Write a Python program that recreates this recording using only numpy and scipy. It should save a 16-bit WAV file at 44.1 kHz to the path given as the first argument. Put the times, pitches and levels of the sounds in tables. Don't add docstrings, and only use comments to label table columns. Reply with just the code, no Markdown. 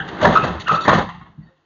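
import sys
import numpy as np
from scipy import signal
from scipy.fft import rfft, irfft
from scipy.io import wavfile

SR = 44100
rng = np.random.default_rng(int(sys.argv[2]) if len(sys.argv) > 2 else 0)


def to_wav(sig):
    pcm = np.clip(np.atleast_2d(sig), -1, 1) * 32767
    pcm = np.round(pcm).astype(np.int16)
    wavfile.write(sys.argv[1], SR, pcm.T)


N = 72765

# start_s, attack_s, decay_s, clunk_db, clang_db, rattle_db
BODY_BLOWS = [(0.075, 0.015, 0.0083, -46, -32, -33.5), (0.206, 0.013, 0.027, -29, -21, -29),
              (0.225, .008, 0.022, -12.5, -34, -25), (.245, 0.0083, 0.016, -15.5, -12, -27.5),
              (0.271, 0.0015, 0.038, -15, -24.5, -35.5), (0.322, .008, 0.032, -22, -24.5, -29.5),
              (0.429, 0.013, 0.047, -22, -25.5, -35), (0.592, .012, 0.029, -51.5, -50, -34.5),
              (0.68, 0.0021, 0.038, -32, -25.5, -33), (.708, 0.01, 0.046, -21.5, -29.5, -32.5),
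              (0.849, 0.0025, 0.062, -29.5, -23.5, -38), (0.877, 0.004, 0.0091, -6.5, -9, -21.5),
              (0.890, 0.001, 0.022, -15.5, -9, -27), (0.915, 0.0011, 0.0062, -19.5, -18, -39),
              (0.928, 0.0042, 0.028, -16, -15, -24), (0.978, 0.0097, 0.021, -15.5, -20.5, -38.5),
              (1.089, 0.0016, 0.026, -61.5, -45, -47), (1.555, .02, .025, -80, -69, -72.5)]
# freq_hz, width_hz, level_db
PANEL_RESONANCES = [(624, 24, -3.5), (781, 36, -12), (999, 28, -4), (1088, 60, -3), (1186, 23, -3.5),
                    (1564, 20, -2), (1793, 71, 1.5)]
# freq_hz, gain_db
PANEL_SPECTRUM = [(60, -10), (150, 7), (300, 0), (600, 3.5), (1100, -2), (1550, -8), (2000, -11),
                  (2600, -38), (4000, -23), (7000, -62.5)]
RATTLE_SPECTRUM = [(300, -11.5), (1200, -13.5), (1900, 8), (2600, -2.5), (3300, 3), (4200, -0.5),
                   (5200, -9), (6600, -1), (7500, -16)]
# start_s, level_db, pitch_ratio
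AXLE_HITS = [(.243, -1, 0.96), (.992, -18.5, 0.88)]
CLANK_HITS = [(.885, -11, 1.1), (.915, -10.5, 1.01), (.936, -19.5, 1.1), (1.090, -29.5, 0.98),
              (1.212, -38.5, 1.03), (1.258, -44, 0.92)]
# start_s, level_db
JINGLE_HITS = [(.435, -33), (.598, -34.5), (.745, -30), (0.805, -30), (0.833, -30), (0.971, -33)]
# freq_hz, wander_hz, level_db
AXLE_PARTIALS = [(616, 12, -1.5), (780, 17, -8), (993, 20, -1.5), (1773, 25, -9)]
CLANK_PARTIALS = [(742, 16, -7.5), (898, 25, -12), (1056, 14, 1), (1196, 35, -2), (1405, 14, -8.5),
                  (1841, 40, -6), (2102, 35, -8.5), (2633, 14, -20), (3120, 48, -17), (3800, 180, -17.5)]
JINGLE_PARTIALS = [(3360, 370, -8), (3810, 180, 2), (4470, 110, -1.5), (5800, 240, -6), (6800, 82, -8)]
# start_s, level_db, pitch_hz, decay_s
THUD_HITS = [(.002, -29, 177, 0.012), (0.214, -16.5, 152.3, 0.01), (.264, -8.5, 173.4, 0.027),
             (0.429, -15.5, 142.8, 0.034), (0.493, -18, 180.7, 0.022), (.716, -19, 154.3, 0.024),
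             (0.88, -15, 144.6, 0.039), (.942, -13.5, 161.1, 0.046), (1.021, -27, 160, 0.025),
             (1.209, -37, 161, 0.021), (1.289, -39.5, 150, 0.018), (1.377, -30.5, 154.3, 0.034)]
# pitch_ratio, level_db, decay_ratio
THUD_PARTIALS = [(0.361, -15, 0.68), (.56, -11, 0.77), (0.999, 1.5, 0.55), (1.332, -6.5, .85),
                 (1.9, -17, 0.8)]
# start_s, attack_s, hold_s, decay_s, pitch_hz, level_db, roughness
SUSPENSION_SQUEAKS = [(.001, 0.00059, 0.0016, 0.022, 1563, -24, 0.77),
                      (.001, 0.0015, 0.004, 0.013, 3164, -33, 0.5),
                      (0.353, 0.0029, .010, 0.002, 1260, -7.5, 0.56),
                      (0.37, 0.0026, 0.0029, 0.014, 1278, -7, 0.5),
                      (0.421, 0.01, 0.0056, 0.0066, 2624, -30.5, 0.4),
                      (0.668, 0.0063, 0.0038, 0.012, 2807, -30.5, 0.36),
                      (0.66, 0.012, 0.004, 0.005, 1400, -27, 1),
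                      (0.677, 0.0053, 0.0075, 0.005, 1350, -15, 1.06),
                      (0.691, 0.0019, 0.022, 0.015, 1243, -12.5, .55),
                      (0.738, 0.0033, 0.0074, 0.027, 1293, -17, .6),
                      (0.776, 0.0028, 0.016, 0.031, 1302, -21.5, 0.3),
                      (0.851, 0.002, 0.006, 0.018, 1876, -23, .6),
                      (1.416, .015, 0.0048, 0.01, 1926, -61.5, 0.05),
                      (1.465, 0.0082, 0.014, 0.0079, 1818, -59, 0.08)]
# start_s, attack_s, decay_s, pitch_hz, level_db
PART_RINGS = [(.001, 0.0036, 0.035, 784, -32), (.06, 0.027, 0.08, 545, -49),
              (1.10, 0.0042, 0.059, 2770, -54), (1.14, 0.019, 0.011, 877, -42.5),
              (1.424, 0.011, .035, 4480, -64.5), (1.454, .012, .045, 3765, -70.5),
              (1.49, 0.024, .035, 530, -57.5)]
# time_s, roar_db, rumble_db, engine_db
RUNNING_LEVELS = [(0, -38.5, -35.5, -62), (0.179, -31.5, -43, -41), (0.349, -22.5, -29, -40),
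                  (.55, -32.5, -33.5, -44.5), (0.635, -43, -43.5, -53.5), (.83, -37, -46, -52),
                  (1.0, -28, -39.5, -28.5), (1.09, -62.5, -43, -36.5), (1.259, -58.5, -56, -55.5),
                  (1.361, -64.5, -59, -61), (1.49, -59.5, -51.5, -51), (1.519, -64.5, -81, -84),
                  (1.65, -70, -90, -90)]
# freq_hz, gain_db
TYRE_SPECTRUM = [(120, -10.5), (220, -5), (330, 9), (520, -1), (800, 3), (1200, 0), (1850, -3.5),
                 (2600, -15.5), (3800, -13.5), (5200, -26.5), (6600, -24), (7500, -30)]
RUMBLE_SPECTRUM = [(20, -13.5), (45, -10), (70, 1), (110, -5), (170, -0.5), (230, -2.5), (340, -29),
                   (1500, -53)]
EXHAUST_SPECTRUM = [(30, -11.5), (70, -2.5), (165, 3), (330, -18), (700, -25.5), (2000, -47)]
# delay_s, level_db (relative to the scattered echoes)
HOUSE_ECHOES = [(.21, -17.5), (.333, -29.5)]
# freq_hz, gain_db
STREET_RESPONSE = [(60, 4.5), (170, -2), (280, -16), (600, -23), (780, -1), (1250, -0.5), (1500, -11.5),
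                   (1950, 3.5), (4000, 1), (7000, -4.5)]
HISS_SPECTRUM = [(100, 8), (1800, -2.5), (7000, -7)]
MIC_RESPONSE = [(20, -16.5), (50, 1.5), (2100, 0.5), (2350, -6), (2650, 3.5), (4600, -1), (5300, -8),
                (6000, -6), (6600, -4.5), (7100, -11), (7600, -28)]


def body(ring_db=2, split_hz=962, flutter_db=2.0):
    knocks = colour(contacts(per_s=2200, scatter_db=1.5), PANEL_SPECTRUM)
    ring = sum(undb(db) * signal.lfilter(*signal.iirpeak(hz, hz / width_hz, fs=SR), knocks)
               for hz, width_hz, db in PANEL_RESONANCES)
    panels = knocks + undb(ring_db) * ring
    clunk = unit(signal.sosfilt(signal.butter(3, split_hz, "low", fs=SR, output="sos"), panels))
    clang = unit(signal.sosfilt(signal.butter(3, split_hz, "high", fs=SR, output="sos"), panels))
    rattle = unit(colour(contacts(per_s=2500, scatter_db=1.5), RATTLE_SPECTRUM))
    rattle *= undb(flutter_db * walk(90))
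    return sum(envelope(start_s, attack_s, 0, decay_s)
               * (undb(clunk_db) * clunk + undb(clang_db) * clang + undb(rattle_db) * rattle)
               for start_s, attack_s, decay_s, clunk_db, clang_db, rattle_db in BODY_BLOWS)


def metal(hits, modes, attack_s, hold_s, decay_s):
    out = 0
    for start_s, level_db, pitch_ratio in hits:
        ring = 0
        for hz, wander_hz, mode_db in modes:
            cycles = np.cumsum(hz * pitch_ratio + wander_hz * walk(300)) / SR
            ring += undb(mode_db) * np.sin(2 * np.pi * (cycles + rng.random()))
        out += undb(level_db) * envelope(start_s, attack_s, hold_s, decay_s) * ring / 2
    return out


def thuds(attack_s=0.0093):
    t = np.arange(N) / SR
    return sum(undb(level_db + mode_db) * envelope(start_s, attack_s, 0, decay_s * decay_ratio)
               * np.sin(2 * np.pi * pitch_hz * pitch_ratio * (t - start_s))
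               for start_s, level_db, pitch_hz, decay_s in THUD_HITS
               for pitch_ratio, mode_db, decay_ratio in THUD_PARTIALS)


def squeaks(wander=0.11, rise_per_s=0.1, slip_hz=260, slip_db=5.5, overtone_db=-21, scrape_db=-9.5):
    t = np.arange(N) / SR
    out = 0
    for start_s, attack_s, hold_s, decay_s, pitch_hz, level_db, roughness in SUSPENSION_SQUEAKS:
        rise = rise_per_s * np.clip(t - start_s, 0, 0.1)
        freq_hz = pitch_hz * (1 + rise + wander * roughness * walk(700))
        phase = 2 * np.pi * np.cumsum(freq_hz) / SR
        scrape = walk(230) * np.cos(phase)
        tone = np.sin(phase) + undb(overtone_db) * np.sin(2 * phase) + undb(scrape_db) * scrape
        stutter = undb(slip_db * roughness * np.tanh(2 * walk(slip_hz)))
        out += undb(level_db) * envelope(start_s, attack_s, hold_s, decay_s) * unit(tone * stutter)
    return out


def after_rings(wander=0.004):
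    out = 0
    for start_s, attack_s, decay_s, pitch_hz, level_db in PART_RINGS:
        phase = 2 * np.pi * np.cumsum(pitch_hz * (1 + wander * walk(200))) / SR
        out += undb(level_db) * envelope(start_s, attack_s, 0, decay_s) * np.sin(phase)
    return out


def running_noise(firing_hz=167, firing_wander=0.088, firing_scatter_db=5.5):
    t = np.arange(N) / SR
    time_s, roar_db, rumble_db, engine_db = np.array(RUNNING_LEVELS).T
    roar = unit(colour(contacts(per_s=6000, scatter_db=0.5), TYRE_SPECTRUM)) * undb(walk(40))
    rumble = unit(colour(rng.standard_normal(N), RUMBLE_SPECTRUM))
    firing_count = np.floor(np.cumsum(firing_hz * (1 + firing_wander * walk(60))) / SR)
    firings = np.diff(firing_count, prepend=0) * undb(firing_scatter_db * np.tanh(walk(firing_hz)))
    engine = unit(colour(firings - firings.mean(), EXHAUST_SPECTRUM))
    return sum(layer * undb(np.interp(t, time_s, db))
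               for layer, db in ((roar, roar_db), (rumble, rumble_db), (engine, engine_db)))


def street(x, gap_s=0.028, t60_s=0.38):
    t = np.arange(N) / SR
    tail = contacts(per_s=1500, scatter_db=2.4) * envelope(gap_s, 0.012, 0, t60_s / np.log(1000))
    scattered = signal.fftconvolve(x, tail / np.sqrt(np.sum(tail ** 2)))[:N]
    slaps = sum(undb(db) * np.interp(t - delay_s, t, x, left=0) for delay_s, db in HOUSE_ECHOES)
    return colour(scattered + slaps, STREET_RESPONSE)


def hiss(level_db=-70.5):
    return undb(level_db) * unit(colour(rng.standard_normal(N), HISS_SPECTRUM))


def contacts(per_s, scatter_db):
    hits = rng.random(N) < per_s / SR
    signs = np.sign(rng.standard_normal(N))
    sizes = undb(scatter_db * np.clip(rng.standard_normal(N), -2, 2))
    return unit(hits * signs * sizes)


def envelope(start_s, attack_s, hold_s, decay_s):
    age_s = np.arange(N) / SR - start_s
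    return np.clip(age_s / attack_s, 0, 1) * np.exp(-np.maximum(age_s - attack_s - hold_s, 0) / decay_s)


def walk(rate_hz):
    steps = signal.resample_poly(rng.standard_normal(2048), 8, 1)
    return unit(np.interp(np.arange(N) / SR * rate_hz, np.arange(len(steps)) / 8, steps))


def colour(x, points, size=8192):
    hz, db = np.array(points, float).T
    bins_hz = np.maximum(np.arange(size // 2 + 1) * SR / size, 1)
    gain = undb(np.interp(np.log(bins_hz), np.log(hz), db))
    cepstrum = irfft(np.log(gain))
    cepstrum[1:size // 2] *= 2
    cepstrum[size // 2 + 1:] = 0
    return signal.fftconvolve(x, irfft(np.exp(rfft(cepstrum))))[:N]


def undb(db):
    return 10 ** (np.asarray(db) / 20)


def unit(x):
    return x / np.sqrt(np.mean(x ** 2) + 1e-18)


def scene():
    axles = metal(AXLE_HITS, AXLE_PARTIALS, attack_s=0.0042, hold_s=0.0082, decay_s=0.018)
    clanks = metal(CLANK_HITS, CLANK_PARTIALS, attack_s=0.00077, hold_s=0.0019, decay_s=0.027)
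    jingle_hits = [(start_s, level_db, 1) for start_s, level_db in JINGLE_HITS]
    jingles = metal(jingle_hits, JINGLE_PARTIALS, attack_s=0.0045, hold_s=0.016, decay_s=0.009)
    clatter = body() + axles + clanks + jingles
    boom, squeal = thuds(), squeaks()
    echoes = street(undb(-13) * clatter + undb(-18.5) * boom + undb(-11) * squeal)
    background = echoes + hiss()
    return (clatter + boom + squeal + after_rings() + running_noise() + background)[None]


def record(dry, ceiling=0.93, cutoff_hz=7500):
    heard = ceiling * np.tanh(colour(dry[0], MIC_RESPONSE) / ceiling)
    lowpass = signal.firwin(161, cutoff_hz, window=("kaiser", 9), fs=SR)
    return signal.fftconvolve(heard, lowpass, mode="same")[None]


dry = scene()
out = record(dry)
to_wav(out)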